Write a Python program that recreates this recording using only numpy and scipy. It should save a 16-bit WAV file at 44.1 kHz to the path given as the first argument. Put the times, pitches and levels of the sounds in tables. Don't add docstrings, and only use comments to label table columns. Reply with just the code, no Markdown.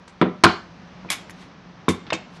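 import sys
import numpy as np
from scipy import signal
from scipy.fft import rfft, irfft
from scipy.io import wavfile

SR = 44100
rng = np.random.default_rng(int(sys.argv[2]) if len(sys.argv) > 2 else 0)


def bounce(signal):
    frames = np.transpose(np.atleast_2d(signal))
    limited = np.clip(frames, -1, 1)
    pcm = np.round(limited * 32767).astype(np.int16)
    wavfile.write(sys.argv[1], SR, pcm)


N = 105840


def from_db(db):
    return 10 ** (np.asarray(db) / 20)


def rms_one(x):
    return x / np.sqrt(np.mean(x ** 2) + 1e-20)


def at_hz(points, hz, column=1):
    points = np.array(points)
    return np.interp(np.log(hz), np.log(points[:, 0]), points[:, column])


def in_time(rows):
    time_s, level_db = np.transpose(rows)
    return from_db(np.interp(np.arange(N) / SR, time_s, level_db))


def filtered(x, order, hz, kind):
    return signal.sosfilt(signal.butter(order, hz, kind, fs=SR, output="sos"), x)


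def clicks(per_s, t):
    size = rng.standard_normal(len(t))
    present = rng.random(len(t)) < per_s / SR
    return size * present * np.sqrt(SR / per_s)


def onset(t, time_constant_s):
    return 1 - np.exp(-t / time_constant_s)


def struck(modes, t, swell_cycles=0, detune=0):
    scatter_db = 1.5
    hz, db, t60_s = np.transpose(modes)[:, :, None]
    db = db + scatter_db * rng.standard_normal(db.shape)
    hz = hz * (1 + detune * rng.standard_normal(hz.shape))
    swell = onset(t, swell_cycles / hz) if swell_cycles else 1
    ringing = from_db(db - 60 * t / t60_s) * np.sin(2 * np.pi * hz * t)
    return np.sum(swell * ringing, axis=0)


def stapler():
    # t/s, boom/dB, thud/dB, knock/dB, knock f/Hz, knock t60/s,
    #           steel clatter/dB, rattle/dB, hardness f/Hz, clatter and rattle t60/s
    contacts = [(0.078, -100, -57, -29.5, 1500, 0.0043, -83, -39.5, 8700, 0.12),
                (0.2143, -29, -10, 6, 1504, 0.0026, -69, -24, 7900, 0.014),
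                (0.2145, -63, -51.5, -15.5, 323, 0.18, -68.5, -4, 3700, 0.071),
                (0.2221, -63, -49, -2, 894, 0.01, -72, -26, 3500, 0.08),
                (0.2254, -75, -48, -9, 1140, 0.019, -73, -10, 2800, 0.12),
                (0.257, -59, -19, -38, 684, 0.023, -71, -39.5, 3960, 0.035),
                (0.4357, -60, -54, -12, 1530, 0.0041, -64, -31, 4900, 0.0084),
                (0.4376, -15, -13, 4.5, 1820, 0.004, -8, 9, 8000, 0.0063),
                (0.4404, -50, -19.5, 10.5, 1072, 0.015, -13, 12, 5100, 0.035),
                (0.4481, -41, -18.5, 7, 1526, 0.0098, -18, -2, 9260, 0.014),
                (0.4549, -24.5, -16, -1.5, 1196, 0.02, -40, -14, 8000, 0.014),
                (0.4566, -57, -63, -1, 4140, 0.0068, -48, -5, 4860, 0.017),
                (0.4642, -43.5, -30, -4, 1412, 0.04, -64, -10, 4300, 0.18),
                (1.048, -47, -39.5, -15, 915, 0.0053, -57, -39, 2480, 0.029),
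                (1.089, -77, -75, -26.5, 2410, 0.048, -52, -29, 4550, .04),
                (1.099, -70, -73, -29, 3350, 0.023, -50, -38, 12100, 0.05),
                (1.1022, -60, -64, -15.5, 3350, 0.013, -32, -9, 14200, 0.029),
                (1.108, -70, -77, -21, 1080, 0.023, -45, -22, 13300, 0.049),
                (1.1135, -76, -67, -43, 3300, .015, -22, -37, 14400, 0.011),
                (1.117, -61, -67, -13, 2470, 0.009, -34.5, -19.5, 12900, 0.13),
                (1.122, -70, -65, -24, 3460, 0.023, -43, -28, 7000, 0.02),
                (1.127, -70, -63, -22, 3000, 0.018, -43, -24.5, 7900, 0.11),
                (1.132, -67, -68, -25, 3500, .02, -48, -33, 7000, 0.0527),
                (1.149, -77, -66, -26, 3270, 0.014, -54, -34, 7000, .04),
                (1.2963, -74, -83, -18, 2000, 0.0039, -55, -33.5, 12600, 0.038),
                (1.3065, -73, -61, -60, 3000, .006, -48, -55, 13900, 0.029),
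                (1.8823, -22, -17, -1.5, 1095, 0.016, -44, -12.5, 4300, 0.04),
                (1.883, -68, -30, -7, 440, 0.022, -25.5, -32, 6140, 0.021),
                (1.8855, -70, -70, -15.5, 3620, 0.038, -47, -30, 6100, 0.019),
                (1.8873, -43, -64, -16, 2260, 0.022, -30, -19, 10540, 0.12),
                (2.066, -94, -48, -35.5, 3560, 0.02, -82, -32, 5150, 0.15),
                (2.1031, -63, -58, -21.5, 1160, 0.026, -31.5, -13, 5400, 0.031),
                (2.1229, -37.5, -28.5, -7.5, 586, 0.012, -60, -9, 3080, 0.032),
                (2.125, -58, -34.5, -2, 750, 0.0067, -50, -24, 2980, 0.032),
                (2.134, -65, -66, -15, 494, 0.016, -60, -13.5, 4900, 0.021),
                (2.1292, -58, -32.5, -10, 2664, 0.014, -26.5, -16.5, 7460, 0.092)]
    low_cut_hz = 56
    out = np.zeros(N + SR)
    t = np.arange(SR // 3) / SR
    for (start_s, boom_db, thud_db, knock_db, knock_hz, knock_t60_s,
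         steel_db, rattle_db, hardness_hz, t60_s) in contacts:
        dying = from_db(-60 * t / t60_s)
        contact = from_db(steel_db) * steel_clatter(t, dying)
        contact += from_db(rattle_db) * rattle(t, dying)
        contact += from_db(knock_db) * knock(t, knock_hz, knock_t60_s)
        contact += from_db(thud_db) * table_thud(t)
        contact += from_db(boom_db) * table_boom(t)
        start = int(start_s * SR)
        out[start:start + len(t)] += soften(contact, hardness_hz)
    return filtered(out[:N], 2, low_cut_hz, "high")


def steel_clatter(t, dying):
    # f/Hz, level/dB, t60/s
    steel_modes = [(2180, -7, .045), (2370, -7, .03), (2620, -8, .02), (2900, -8, .015), (3250, -6, .02),
                   (3620, -5, .03), (4350, -8, .02), (5450, -8, .02), (5950, -8, .02), (6600, -8, .025),
                   (7400, -6, .025), (9750, -2, .02), (11300, -4, .03), (12100, -2, .02)]
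    blows_per_s, blow_db = 1000, 3
    detune = 0.02
    blows = clicks(blows_per_s, t) * np.sqrt(blows_per_s / SR)
    blows = blows * dying * from_db(blow_db)
    blows[0] = 1
    return signal.fftconvolve(blows, struck(steel_modes, t, detune=detune))[:len(t)]


def rattle(t, dying):
    clicks_per_s, low_hz, rise_s = 12000, 754, 0.0003
    grains = clumps(t) * clicks(clicks_per_s, t)
    return dying * onset(t, rise_s) * filtered(grains, 2, low_hz, "high")


def clumps(t):
    spread_db, knot_step_s = 2.5, 0.0015
    knots_s = np.arange(400) * knot_step_s
    wander = np.interp(t, knots_s, rng.standard_normal(len(knots_s)))
    return from_db(spread_db * wander)


def knock(t, hz, t60_s):
    swell_cycles = 0.47
    return from_db(-60 * t / t60_s) * np.sin(2 * np.pi * hz * t) * onset(t, swell_cycles / hz)


def table_thud(t):
    # f/Hz, level/dB, t60/s
    top_modes = [(162, -17, 0.16), (181, 1.5, 0.2), (227.7, -2, 0.17), (259, 6, 0.078), (332.4, 5, 0.13),
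                 (385.3, -2, 0.15), (427.4, -3.5, 0.12), (500.5, -0.5, 0.098), (598, -4, 0.072),
                 (732.3, -5.5, 0.1), (1004, -8, 0.083), (1299, 2, 0.02)]
    swell_cycles, low_hz = 0.48, 150
    return filtered(struck(top_modes, t, swell_cycles), 2, low_hz, "high")


def table_boom(t):
    # f/Hz, level/dB, t60/s
    heave_modes = [(62, -18, 0.26), (93, 3, 0.19)]
    swell_cycles = 0.78
    return struck(heave_modes, t, swell_cycles)


def soften(x, hardness_hz):
    slope_share = 0.38
    pole = np.exp(-2 * np.pi * slope_share * hardness_hz / SR)
    sloped = signal.lfilter([1 - pole], [1, -pole], x)
    return filtered(sloped, 6, min(hardness_hz, 0.45 * SR), "low")


def slide():
    # t/s, level/dB
    slide_levels = [(1.2, -72), (1.32, -73), (1.42, -49), (1.55, -87.5), (1.701, -78), (2.2, -115),
                    (2.3, -69), (2.37, -49.5), (2.4, -71)]
    hiss = filtered(rng.standard_normal(N), 2, [600, 4100], "band")
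    return in_time(slide_levels) * rms_one(hiss)


def room(x):
    # f/Hz, relative level/dB, t60/s
    reflections = [(101, -13, 0.89), (288, 5, 0.31), (1120, 6.5, 0.31), (3460, 5.5, 0.33), (6300, 1, 0.37),
                   (9900, -1.5, 0.2)]
    room_db, build_up_s = -14.5, 0.0018
    t = np.arange(SR // 2) / SR
    edges_hz = 60 * 2 ** np.arange(0, 8.5, 0.5)
    white = rng.standard_normal((2, len(t)))
    tail = np.zeros(len(t))
    for k, (low_hz, high_hz) in enumerate(zip(edges_hz, edges_hz[1:])):
        band = filtered(white[k % 2], 2, [low_hz, high_hz], "band")
        center_hz = np.sqrt(low_hz * high_hz)
        level_db = at_hz(reflections, center_hz)
        t60_s = at_hz(reflections, center_hz, column=2)
        tail += band * from_db(level_db - 60 * t / t60_s)
    tail *= onset(t, build_up_s)
    tail /= np.sqrt(np.sum(tail ** 2))
    return from_db(room_db) * signal.fftconvolve(x, tail)[:N]


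def ventilation():
    # f/Hz, relative level/dB
    air_spectrum = [(18, -49), (30, -59), (43, -14), (86, -12), (180, -6), (359, -15), (395, -16),
                    (978, -16.5), (1240, -18), (6000, -34.5), (9000, -66), (11700, -114), (19800, -120)]
    # t/s, gain/dB
    air_swell = [(0, -5), (.4, -4), (.8, -2), (1.2, 0.5), (1.6, -2.95), (2.4, -1.5)]
    air_db, hum_db = -44.5, -48
    hum_hz, hum_width_hz = 178, 9.3
    hz = np.maximum(np.fft.rfftfreq(N, 1 / SR), 1)
    air = rms_one(irfft(rfft(rng.standard_normal(N)) * from_db(at_hz(air_spectrum, hz)), N))
    resonance = 1 / (1 + ((hz - hum_hz) / hum_width_hz) ** 2)
    hum = rms_one(irfft(rfft(rng.standard_normal(N)) * resonance, N))
    return in_time(air_swell) * (from_db(air_db) * air + from_db(hum_db) * hum)


def scene():
    near = stapler()
    return (near + room(near) + slide() + ventilation())[None]


def record(dry):
    clip_level, stop_hz = 0.85, 13500
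    clipped = np.clip(dry, -clip_level, clip_level)
    return signal.sosfilt(signal.cheby2(12, 70, stop_hz, fs=SR, output="sos"), clipped)


dry = scene()
out = record(dry)
bounce(out)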